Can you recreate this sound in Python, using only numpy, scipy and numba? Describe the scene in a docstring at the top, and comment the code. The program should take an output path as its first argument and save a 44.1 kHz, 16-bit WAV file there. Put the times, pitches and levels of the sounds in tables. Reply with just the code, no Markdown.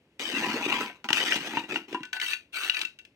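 """A wooden float is dragged twice over damp sand and cement in a steel mould and knocks as it is set aside.
A small steel trowel then scrapes the gritty ground twice, clinks on stones and is laid down.
Grains make the scraping noise, short contacts drive decaying modes of ground, wood and steel.
Outdoors in a yard, close by, over quiet air, heard through the two microphone ports of a phone."""
import sys
import numpy as np
from scipy import signal
from scipy.fft import rfft, irfft
from scipy.io import wavfile
from scipy.ndimage import map_coordinates
from numba import njit

SR = 44100
rng = np.random.default_rng(int(sys.argv[2]) if len(sys.argv) > 2 else 0)


def int16_out(signal):
    """Quantize to a 16-bit WAV file."""
    q = np.round(np.clip(np.atleast_2d(signal).T, -1, 1) * 32767)
    wavfile.write(sys.argv[1], SR, q.astype(np.int16))


N = 138915
T = np.arange(N) / SR  # time in s
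HZ = np.fft.rfftfreq(2 * N, 1 / SR)  # frequencies of a spectrum of doubled length


def amp(db):
    """Decibels to gain."""
    return 10 ** (np.asarray(db) / 20)


def unit(x):
    """Scale to rms 1."""
    return x / np.sqrt(np.mean(x ** 2))


def wander(rate):
    """Random values joined by lines, so many a second."""
    return np.interp(T * rate, np.arange(N), rng.standard_normal(N))


def at(start, x):
    """Place a short sound in time."""
    first = int(start * SR)
    after = max(N - first - x.shape[1], 0)
    return np.pad(x[:, :N - first], ((0, 0), (first, after)))


def swell(table, axis):
    """Pressure of each stroke: it rises, holds and dies away, at the level of one dB column."""
    power = 0
    for row in table:
        start, end, attack, release = row[:4]
        rise = np.clip((T - start) / attack, 0, 1)
        fall = np.exp(-np.maximum(T - end, 0) / release)
        power = power + (amp(row[axis]) * rise * fall) ** 2
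    return np.sqrt(power)


def across(table, axis=1):
    """One column of a table over log frequency."""
    rows = np.array(table)
    return np.interp(np.log(HZ + 1), np.log(rows[:, 0]), rows[:, axis])


def colour(x, points):
    """Causal (minimum-phase) filter with the given spectrum; keeps the power of white noise."""
    cepstrum = irfft(np.log(unit(amp(across(points)))))
    # folding the cepstrum onto positive times makes the filter causal
    cepstrum[1:N] *= 2
    cepstrum[N + 1:] = 0
    return irfft(rfft(x, 2 * N) * np.exp(rfft(cepstrum)))[..., :N]


def ring(x, modes):
    """Drive decaying modes; keeps the power of white noise."""
    t = T[:SR // 4]
    response = 0
    for hz, db, t60 in modes:
        decay = np.exp(-np.log(1000) * t / t60)
        response = response + amp(db) / np.sqrt(t60) * np.cos(2 * np.pi * hz * t) * decay
    edges = [modes[0][0] * .88, min(modes[-1][0] * 1.15, SR / 3)]
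    response = signal.sosfilt(signal.butter(3, edges, "band", fs=SR, output="sos"), response)
    return signal.fftconvolve(x, response[None] / np.linalg.norm(response), axes=1)[:, :N]


def held(modes, length, pitch=1):
    """Grip and contact scale the ring time and the pitch of modes."""
    return [(hz * pitch, db, t60 * length) for hz, db, t60 in modes]


@njit
def svf(x, hz, width):
    """State-variable band-pass with a moving centre."""
    y, band, low = np.empty(len(x)), 0., 0.
    for i in range(len(x)):
        g, k = np.tan(np.pi * hz[i] / SR), width / hz[i]
        v = (band + g * (x[i] + 1e-18 - low)) / (1 + g * (g + k))
        band, low, y[i] = 2 * v - band, low + 2 * g * v, k * v
    return y


def resonance(x, path, width_hz):
    """One resonance along (s, Hz); keeps the power of white noise."""
    hz = np.interp(T, *np.array(path, float).T)
    filtered = np.array([svf(row, hz, float(width_hz)) for row in x])
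    return filtered * np.sqrt(SR / np.pi / width_hz)


SHARP_GRAINS_DB = 0  # snaps against crumbling


def grit(rate, spread_db, grain_s, judder_db, judder_rate):
    """Unequal grains snap and crumble under an edge that sticks and slips; direct and scattered sound."""
    loudness = amp(spread_db * np.clip(rng.standard_normal(N), -2, 2))
    sizes = (rng.random(N) < rate / SR) * loudness
    power = signal.lfilter([1], [1, -np.exp(-2 / (grain_s * SR))], sizes ** 2)
    crumble = unit(np.sqrt(power) * rng.standard_normal((2, N)))
    snap = unit(sizes * np.sign(rng.standard_normal((2, N))))
    judder = amp(judder_db * wander(judder_rate))
    return unit((crumble + amp(SHARP_GRAINS_DB) * snap) * judder)


PATCH_DB, PATCH_S, PATCH_HZ = 4.4, .03, 220  # depth and spacing of the random level field


def patchy(x, size=512):
    """Narrow bands of the scraping noise swell and fade at random."""
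    hz, times, bins = signal.stft(x, SR, nperseg=size)
    field = rng.standard_normal((int(SR / 2 / PATCH_HZ) + 3, int(N / SR / PATCH_S) + 3))
    places = np.meshgrid(hz / PATCH_HZ, times / PATCH_S, indexing="ij")
    db = PATCH_DB * map_coordinates(field, places, order=2, mode="nearest")
    return unit(signal.istft(bins * amp(db), SR, nperseg=size)[1][:, :N])


def blow(contact_s, size=2048):
    """A short gritty contact that builds and dies away; direct and scattered sound."""
    age = T[:size] / contact_s
    return rng.standard_normal((2, size)) * 2 * np.sqrt(age) * np.exp(-age)


GRITTY_DB, CUSHION_HZ = -4, 3300  # gritty share of a strike; low-pass of its impact


def strike(contact_s):
    """A gritty contact with one firm, slightly cushioned impact near its peak."""
    gritty = blow(contact_s)
    impact = np.zeros_like(gritty)
    impact[0, int(contact_s / 2 * SR)] = np.sqrt(contact_s * SR)
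    cushion = signal.butter(2, CUSHION_HZ, fs=SR, output="sos")
    return amp(GRITTY_DB) * gritty + signal.sosfilt(cushion, impact)


# Spectrum of the open air around the yard: frequency_hz, relative level_db
AIR_SPECTRUM = [(25, -38), (60, 2.5), (330, 5.5), (550, -2.5), (1200, -14), (2700, -10), (3600, -19),
                (6000, -24.5), (15000, -36)]
# Level of that air before the microphone ports: time_s, level_db
AIR_LEVEL = [(0, -67), (1, -66), (2.5, -68)]


def outdoor_air():
    """Quiet outdoor air: steady coloured noise, its level drifting slightly."""
    level = amp(np.interp(T, *np.array(AIR_LEVEL).T))
    return level * colour(rng.standard_normal((2, N)), AIR_SPECTRUM)


# Pushes of the float, close by, levels relative before each layer's trim:
# start_s, end_s, attack_s, release_s, rumble_db, crunch_db, hiss_db, wood_db, rasp_db
PUSHES = [(.191, .31, 0.0052, 0.047, -48, -38, -42, -81, -38),
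          (.31, .54, 0.035, 0.086, -35, -33, -39.5, -45, -60.5),
          (.55, .83, 0.12, 0.039, -39.5, -32.5, -41.5, -40.5, -66),
          (1.043, 1.055, 0.001, 0.01, -40, -44, -50, -48.5, -90),
          (1.135, 1.365, .008, 0.0062, -43.5, -33.5, -37, -70.5, -35.5),
          (1.33, 1.585, 0.036, 0.042, -42.5, -38, -47, -71, -51.5),
          (1.675, 1.765, 0.031, 0.028, -35, -38, -46, -81, -70.5),
          (1.878, 1.94, 0.0061, 0.055, -43, -50.5, -61, -61.5, -61)]
# Modes of the packed bed: pitch_hz, relative level_db, t60_s (float knocks scale pitch and t60)
GROUND_THUD = [(128, -19.5, 0.046), (222, -2.5, 0.18), (281, 4, 0.11), (330, 7, 0.1), (430, -17.5, .02)]
# Hollow note under the float: time_s, centre_hz
HOLLOW = [(.3, 266), (.42, 232), (.55, 250), (.66, 320), (.76, 233), (1.3, 280), (1.41, 189), (1.5, 250),
          (1.6, 205), (1.69, 334), (1.92, 335)]
# Spectrum of the crunching sand: frequency_hz, relative level_db
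CRUNCH = [(60, -28), (200, -12.5), (420, 3), (620, -1), (850, 3.5), (1100, 0), (1600, 3.5), (2100, 3.5),
          (2600, 8.5), (3300, -3.5), (4200, -1), (6000, -26)]
# Rasp of the float's edge on the rim: time_s, centre_hz
RASP = [(.2, 2850), (.26, 3110), (.38, 2450), (0.849, 2280), (1.14, 2160), (1.18, 2600), (1.21, 2940),
        (1.27, 2940), (1.304, 3310), (1.335, 2800)]
# Modes of the wooden float: pitch_hz, relative level_db, t60_s (knocks scale pitch and t60)
WOOD = [(805, -2, .035), (985, 4, .06), (1390, -9, .04), (1590, -4, .04)]
# Lower squeal of the edge, rising overall as the float is drawn back: time_s, centre_hz
SQUEAL = [(1.14, 1290), (1.19, 1555), (1.24, 1510), (1.265, 1750), (1.31, 1943)]
# Pressure of the squeal: start_s, end_s, attack_s, release_s, level_db
SQUEAL_PUSH = [(1.14, 1.32, 0.013, .02, -40.5)]
# Modes of the steel mould: pitch_hz, relative level_db, t60_s (knocks scale t60)
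MOULD = [(1485, 0, .14), (1546, 6.5, 0.067), (1848, 6.5, 0.055), (1940, 3.5, 0.078), (2336, 7, .05),
         (2762, 14.5, 0.075), (3140, -8, 0.084)]
# Spectrum of the sand's hiss: frequency_hz, relative level_db
HISS = [(2000, -16), (3600, -8.5), (4500, 11.5), (5200, 1), (6100, 3.5), (7000, -8.5), (8600, -7.5),
        (9800, -27), (15000, -24)]
RUMBLE_DB, HOLLOW_DB, CRUNCH_DB, MOULD_DB, SAND_HISS_DB = -5.5, -7, -0.5, -21, -2.5
HOLLOW_WIDTH_HZ, RASP_WIDTH_HZ, SQUEAL_WIDTH_HZ = 36, 142, 30


def float_strokes():
    """Sand crunches and hisses, the wood sounds, the edge rasps on the mould, the packed bed rumbles."""
    rumble, crunch, hiss, wood, rasp = (swell(PUSHES, axis=k) for k in range(4, 9))
    sand = patchy(grit(rate=2200, spread_db=4.6, grain_s=.0004, judder_db=1.4, judder_rate=240))
    lumps = rumble * grit(rate=350, spread_db=2.5, grain_s=.002, judder_db=1, judder_rate=40)
    drag = sand * crunch
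    bed = amp(RUMBLE_DB) * ring(lumps, GROUND_THUD)
    hollow = amp(HOLLOW_DB) * resonance(lumps, HOLLOW, HOLLOW_WIDTH_HZ)
    crunching = amp(CRUNCH_DB) * colour(drag, CRUNCH)
    rasping = resonance(sand * rasp, RASP, RASP_WIDTH_HZ)
    wooden = ring(sand * wood, WOOD)
    squeal = resonance(sand * swell(SQUEAL_PUSH, axis=4), SQUEAL, SQUEAL_WIDTH_HZ)
    mould = amp(MOULD_DB) * ring(drag, MOULD)
    hissing = amp(SAND_HISS_DB) * colour(sand * hiss, HISS)
    return bed + hollow + crunching + rasping + wooden + squeal + mould + hissing


# Knocks of the float, close by, levels relative before each layer's trim:
# start_s, thud_db, wood_db, steel_ring_db, crack_db, contact_s, pitch_factor (ground and wood),
# ring_length_factor (ground, wood and steel)
KNOCKS = [(1.042, -55, -28, -47, -29.5, 0.0028, 0.87, 0.35),
          (1.087, -44, -33, -22.5, -21.5, 0.0033, 0.76, 0.52),
          (1.103, -28, -17.5, -25.5, -19.5, 0.0033, 0.92, 0.25),
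          (1.129, -28, -34, -19.5, -8, 0.0025, 1.12, 0.32), (1.321, -38, -38, -12, -32, 0.0019, 0.91, 0.59),
          (1.355, -32.5, -29.5, -46, -20.5, 0.0076, .92, 0.43),
          (1.535, -26, -29, -32, -39, 0.002, 0.89, 1.2), (1.569, -23, -14.5, -22, -31, 0.0036, .93, 0.83),
          (1.637, -35, -52, -39, -42, 0.0028, 0.98, 1.1), (1.757, -36.5, -25, -19.5, -31, .003, 0.89, 0.5),
          (1.927, -31.5, -53, -35.5, -31, 0.003, 1.18, 0.45),
          (1.944, -29, -21, -30.5, -33, 0.0042, 1.005, 0.96),
          (2.005, -32.5, -50, -42, -46, 0.0021, .9, 0.66), (.662, -15.5, -40, -47, -48, 0.00071, 1.1, 0.6),
          (.809, -25, -19, -24, -26, 0.0014, 1.32, 0.59), (.897, -53, -41, -36.5, -52, .0035, 0.71, 1)]
# Spectrum of cracking grit, under float and trowel alike: frequency_hz, relative level_db
CRACK = [(100, -37.5), (1000, -12), (2500, 10), (4400, 1), (6200, 0.5), (7500, -7), (8700, -7.5),
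         (10000, -20.5), (15000, -16)]


def float_knocks():
    """Each knock thumps the ground, sounds the wood, rings the sand-damped mould and cracks some grit."""
    body = crack = 0
    for start, thud_db, wood_db, steel_db, crack_db, contact_s, pitch, length in KNOCKS:
        push = strike(contact_s)
        thud = amp(thud_db - 2.5) * ring(push, held(GROUND_THUD, length, pitch))
        wood = amp(wood_db - 7.0) * ring(push, held(WOOD, length, pitch))
        steel = amp(steel_db - 2.5) * ring(push, held(MOULD, length))
        body = body + at(start, thud + wood + steel)
        crack = crack + amp(crack_db) * at(start, blow(contact_s))
    return body + amp(-10.5) * colour(crack, CRACK)


# Modes of the trowel's blade before the touched spot tilts their levels and pressing shortens them:
# pitch_hz, relative level_db, t60_s
BLADE = [(907, -5, 0.15), (1494, 7.5, 0.12), (1758, 1, 0.12), (1975, 1, 0.11), (2320, 2.5, 0.066),
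         (2690, 5.5, 0.069), (2740, 6, .19), (3820, 7.5, 0.029), (4490, 5, 0.035), (5770, 1.5, .08)]
SPOT_DB_PER_OCTAVE, SPOT_SCATTER_DB = 8.5, 1


def blade_modes(favoured_hz, length=1):
    """The spot that is touched favours the modes near one pitch, with random scatter each time."""
    chance = rng.standard_normal(len(BLADE))
    modes = []
    for (hz, db, t60), scatter in zip(BLADE, chance):
        tilt_db = SPOT_DB_PER_OCTAVE * abs(np.log2(hz / favoured_hz))
        modes.append((hz, db - tilt_db + SPOT_SCATTER_DB * scatter, t60 * length))
    return modes


# Clinks of the trowel on stones, close by, levels relative (cracks before their trim):
# start_s, blade_ring_db, chink_db, chink_centre_hz, chink_t60_s, crack_db
CLINKS = [(2.032, -29, -33, 1560, 0.0098, -33), (2.052, -42, -41, 1530, .03, -35.5),
          (2.13, -23.5, -22.5, 1502, 0.1, -22.5), (2.166, -23.5, -21.5, 1496, 0.028, -37),
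          (2.199, -29.5, -16, 2160, 0.008, -24.5), (2.214, -22.5, -22.5, 3036, 0.034, -34),
          (2.333, -23.5, -16.5, 2480, 0.018, -24), (2.57, -25.5, -29, 2460, .015, -36),
          (2.697, -17.5, -5, 2810, .016, -22.5), (2.745, -22.5, -25.5, 2550, 0.056, -37),
          (2.768, -22.5, -28, 2360, 0.058, -33), (2.791, -39, -41, 4060, 0.0089, -25),
          (2.814, -24.5, -26, 3780, .015, -18), (2.85, -29.5, -19, 2690, 0.027, -27),
          (2.988, -42.5, -38, 2733, 0.052, -37), (3.05, -58, -56, 2610, 0.037, -41)]
CLINK_CONTACT_S, CRACK_S = 0.00099, 0.0028
HANDLE_S, HANDLE_DB = 2.825, -48  # the handle drops on the sand


def trowel_clinks():
    """The blade catches stones: crack, damped chink pitched by the spot, free ring; the handle thuds down."""
    steel = crack = 0
    age = T[:SR // 8]
    for start, ring_db, chink_db, hz, t60, crack_db in CLINKS:
        fade = (1 - np.exp(-age / CLINK_CONTACT_S)) * np.exp(-np.log(1000) * age / t60)
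        phase = 2 * np.pi * hz * age
        chink = fade * np.array([np.sin(phase), np.cos(phase)])  # direct and scattered
        free_ring = ring(strike(CLINK_CONTACT_S), blade_modes(hz))
        steel = steel + at(start, amp(chink_db) * chink) + at(start, amp(ring_db) * free_ring)
        crack = crack + amp(crack_db) * at(start, blow(CRACK_S))
    handle = amp(HANDLE_DB) * at(HANDLE_S, ring(strike(0.00513), GROUND_THUD))
    return steel + handle + amp(-8.5) * colour(crack, CRACK)


# Scrapes of the trowel, close by, levels relative before each layer's trim:
# start_s, end_s, attack_s, release_s, grinding_db, hiss_db, blade_ring_db, favoured_hz
SCRAPES = [(2.127, 2.176, .0017, 0.0065, -42.5, -60.5, -69, 1500),
           (2.21, 2.323, 0.0069, 0.015, -39, -43, -35.5, 2060),
           (2.522, 2.691, 0.044, 0.008, -36, -47, -39.5, 2360),
           (2.70, 2.832, 0.048, 0.006, -41.5, -56, -50, 2720)]
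# Spectrum of the grinding grit: frequency_hz, relative level_db
GRIND = [(100, -51.5), (330, -4), (560, -11.5), (900, -4), (1100, -6.5), (1500, 5.5), (2100, -9),
         (3000, 2.5), (3800, -4.5), (4600, -2), (6500, -22)]
# Rasp of the blade's edge: time_s, centre_hz
BLADE_RASP = [(2.199, 2830), (2.28, 3100), (2.341, 2700), (2.56, 2390), (2.68, 2700), (2.718, 2860),
              (2.75, 2510), (2.789, 2075)]
# Spectrum of the hiss along the blade: frequency_hz, relative level_db
BLADE_HISS = [(2500, -21), (4700, 2), (6200, 4), (7500, -10), (8700, 0), (9800, -17), (12000, -17.5),
              (15000, -19.5)]
GRIND_DB, BLADE_RASP_DB, BLADE_HISS_DB = -2.5, -14.5, 2
PRESSED_RING = 0.44  # share of the ring time left while the blade is pressed down


def trowel_scrapes():
    """Grit grinds along the blade's edge and keeps the blade ringing, differently in each stroke."""
    grind, hiss = swell(SCRAPES, axis=4), swell(SCRAPES, axis=5)
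    sand = patchy(grit(rate=3000, spread_db=3.8, grain_s=.0004, judder_db=1.2, judder_rate=150))
    drag = sand * grind
    blade = 0
    for row in SCRAPES:
        blade = blade + ring(sand * swell([row], axis=6), blade_modes(row[-1], PRESSED_RING))
    grinding = amp(GRIND_DB) * colour(drag, GRIND)
    rasping = amp(BLADE_RASP_DB) * resonance(drag, BLADE_RASP, RASP_WIDTH_HZ)
    hissing = amp(BLADE_HISS_DB) * colour(sand * hiss, BLADE_HISS)
    return grinding + rasping + blade + hissing


YARD_DB, YARD_T60_S = -9.5, 0.22


def yard(x):
    """Faint reflections from buckets, rubble and walls: a decaying noise tail."""
    t = T[:SR // 2]
    decay = np.exp(-np.log(1000) * t / YARD_T60_S)
    tail = rng.standard_normal((2, len(t))) * decay * (t > .006)  # starts after 6 ms
    return amp(YARD_DB) * signal.fftconvolve(x, tail / np.linalg.norm(tail[0]), axes=1)[:, :N]


# The phone's two microphone ports:
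# frequency_hz, left_over_right_db, likeness (0-1), left_lead_rad
PORTS = [(130, 0, .996, 0), (380, .3, .988, 0), (850, -.5, .92, .05), (1400, .5, .8, -.4),
         (1950, 3, .55, -1.2), (2500, 12, .55, -2.3), (3100, 12, .6, -2.4), (3800, 3, .4, -3.9),
         (5200, -7, .25, -6), (6200, -7, .65, -6.28), (7400, -1, .65, -6.28), (8600, 4, .45, -6.28),
         (10500, -1, .65, -6.28)]


def ports(x):
    """Direct sound reaches both ports, scattered sound sets them apart; balance and phase vary with pitch."""
    balance, lead = amp(across(PORTS, axis=1)), across(PORTS, axis=3)
    likeness = np.clip(across(PORTS, axis=2), 0, 1)
    direct, scattered = rfft(x, 2 * N) * np.sqrt([(1 + likeness) / 2, (1 - likeness) / 2])
    left = (direct + scattered) * balance * np.exp(1j * lead)
    right = direct - scattered
    # expected level of the mean of both ports, divided out to keep it even
    centre = np.sqrt(1 + balance ** 2 + 2 * balance * likeness * np.cos(lead)) / 2
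    return irfft(np.array([left, right]) / centre)[:, :N]


def scene():
    """Float and trowel in the yard over quiet outdoor air."""
    work = float_strokes() + float_knocks() + trowel_clinks() + trowel_scrapes()
    return ports(work + yard(work) + outdoor_air())


TOP_HZ = 15900


def record(dry):
    """The phone cuts the top with a steep low-pass."""
    return signal.sosfilt(signal.ellip(10, .2, 80, TOP_HZ, fs=SR, output="sos"), dry)


dry = scene()
out = record(dry)
int16_out(out)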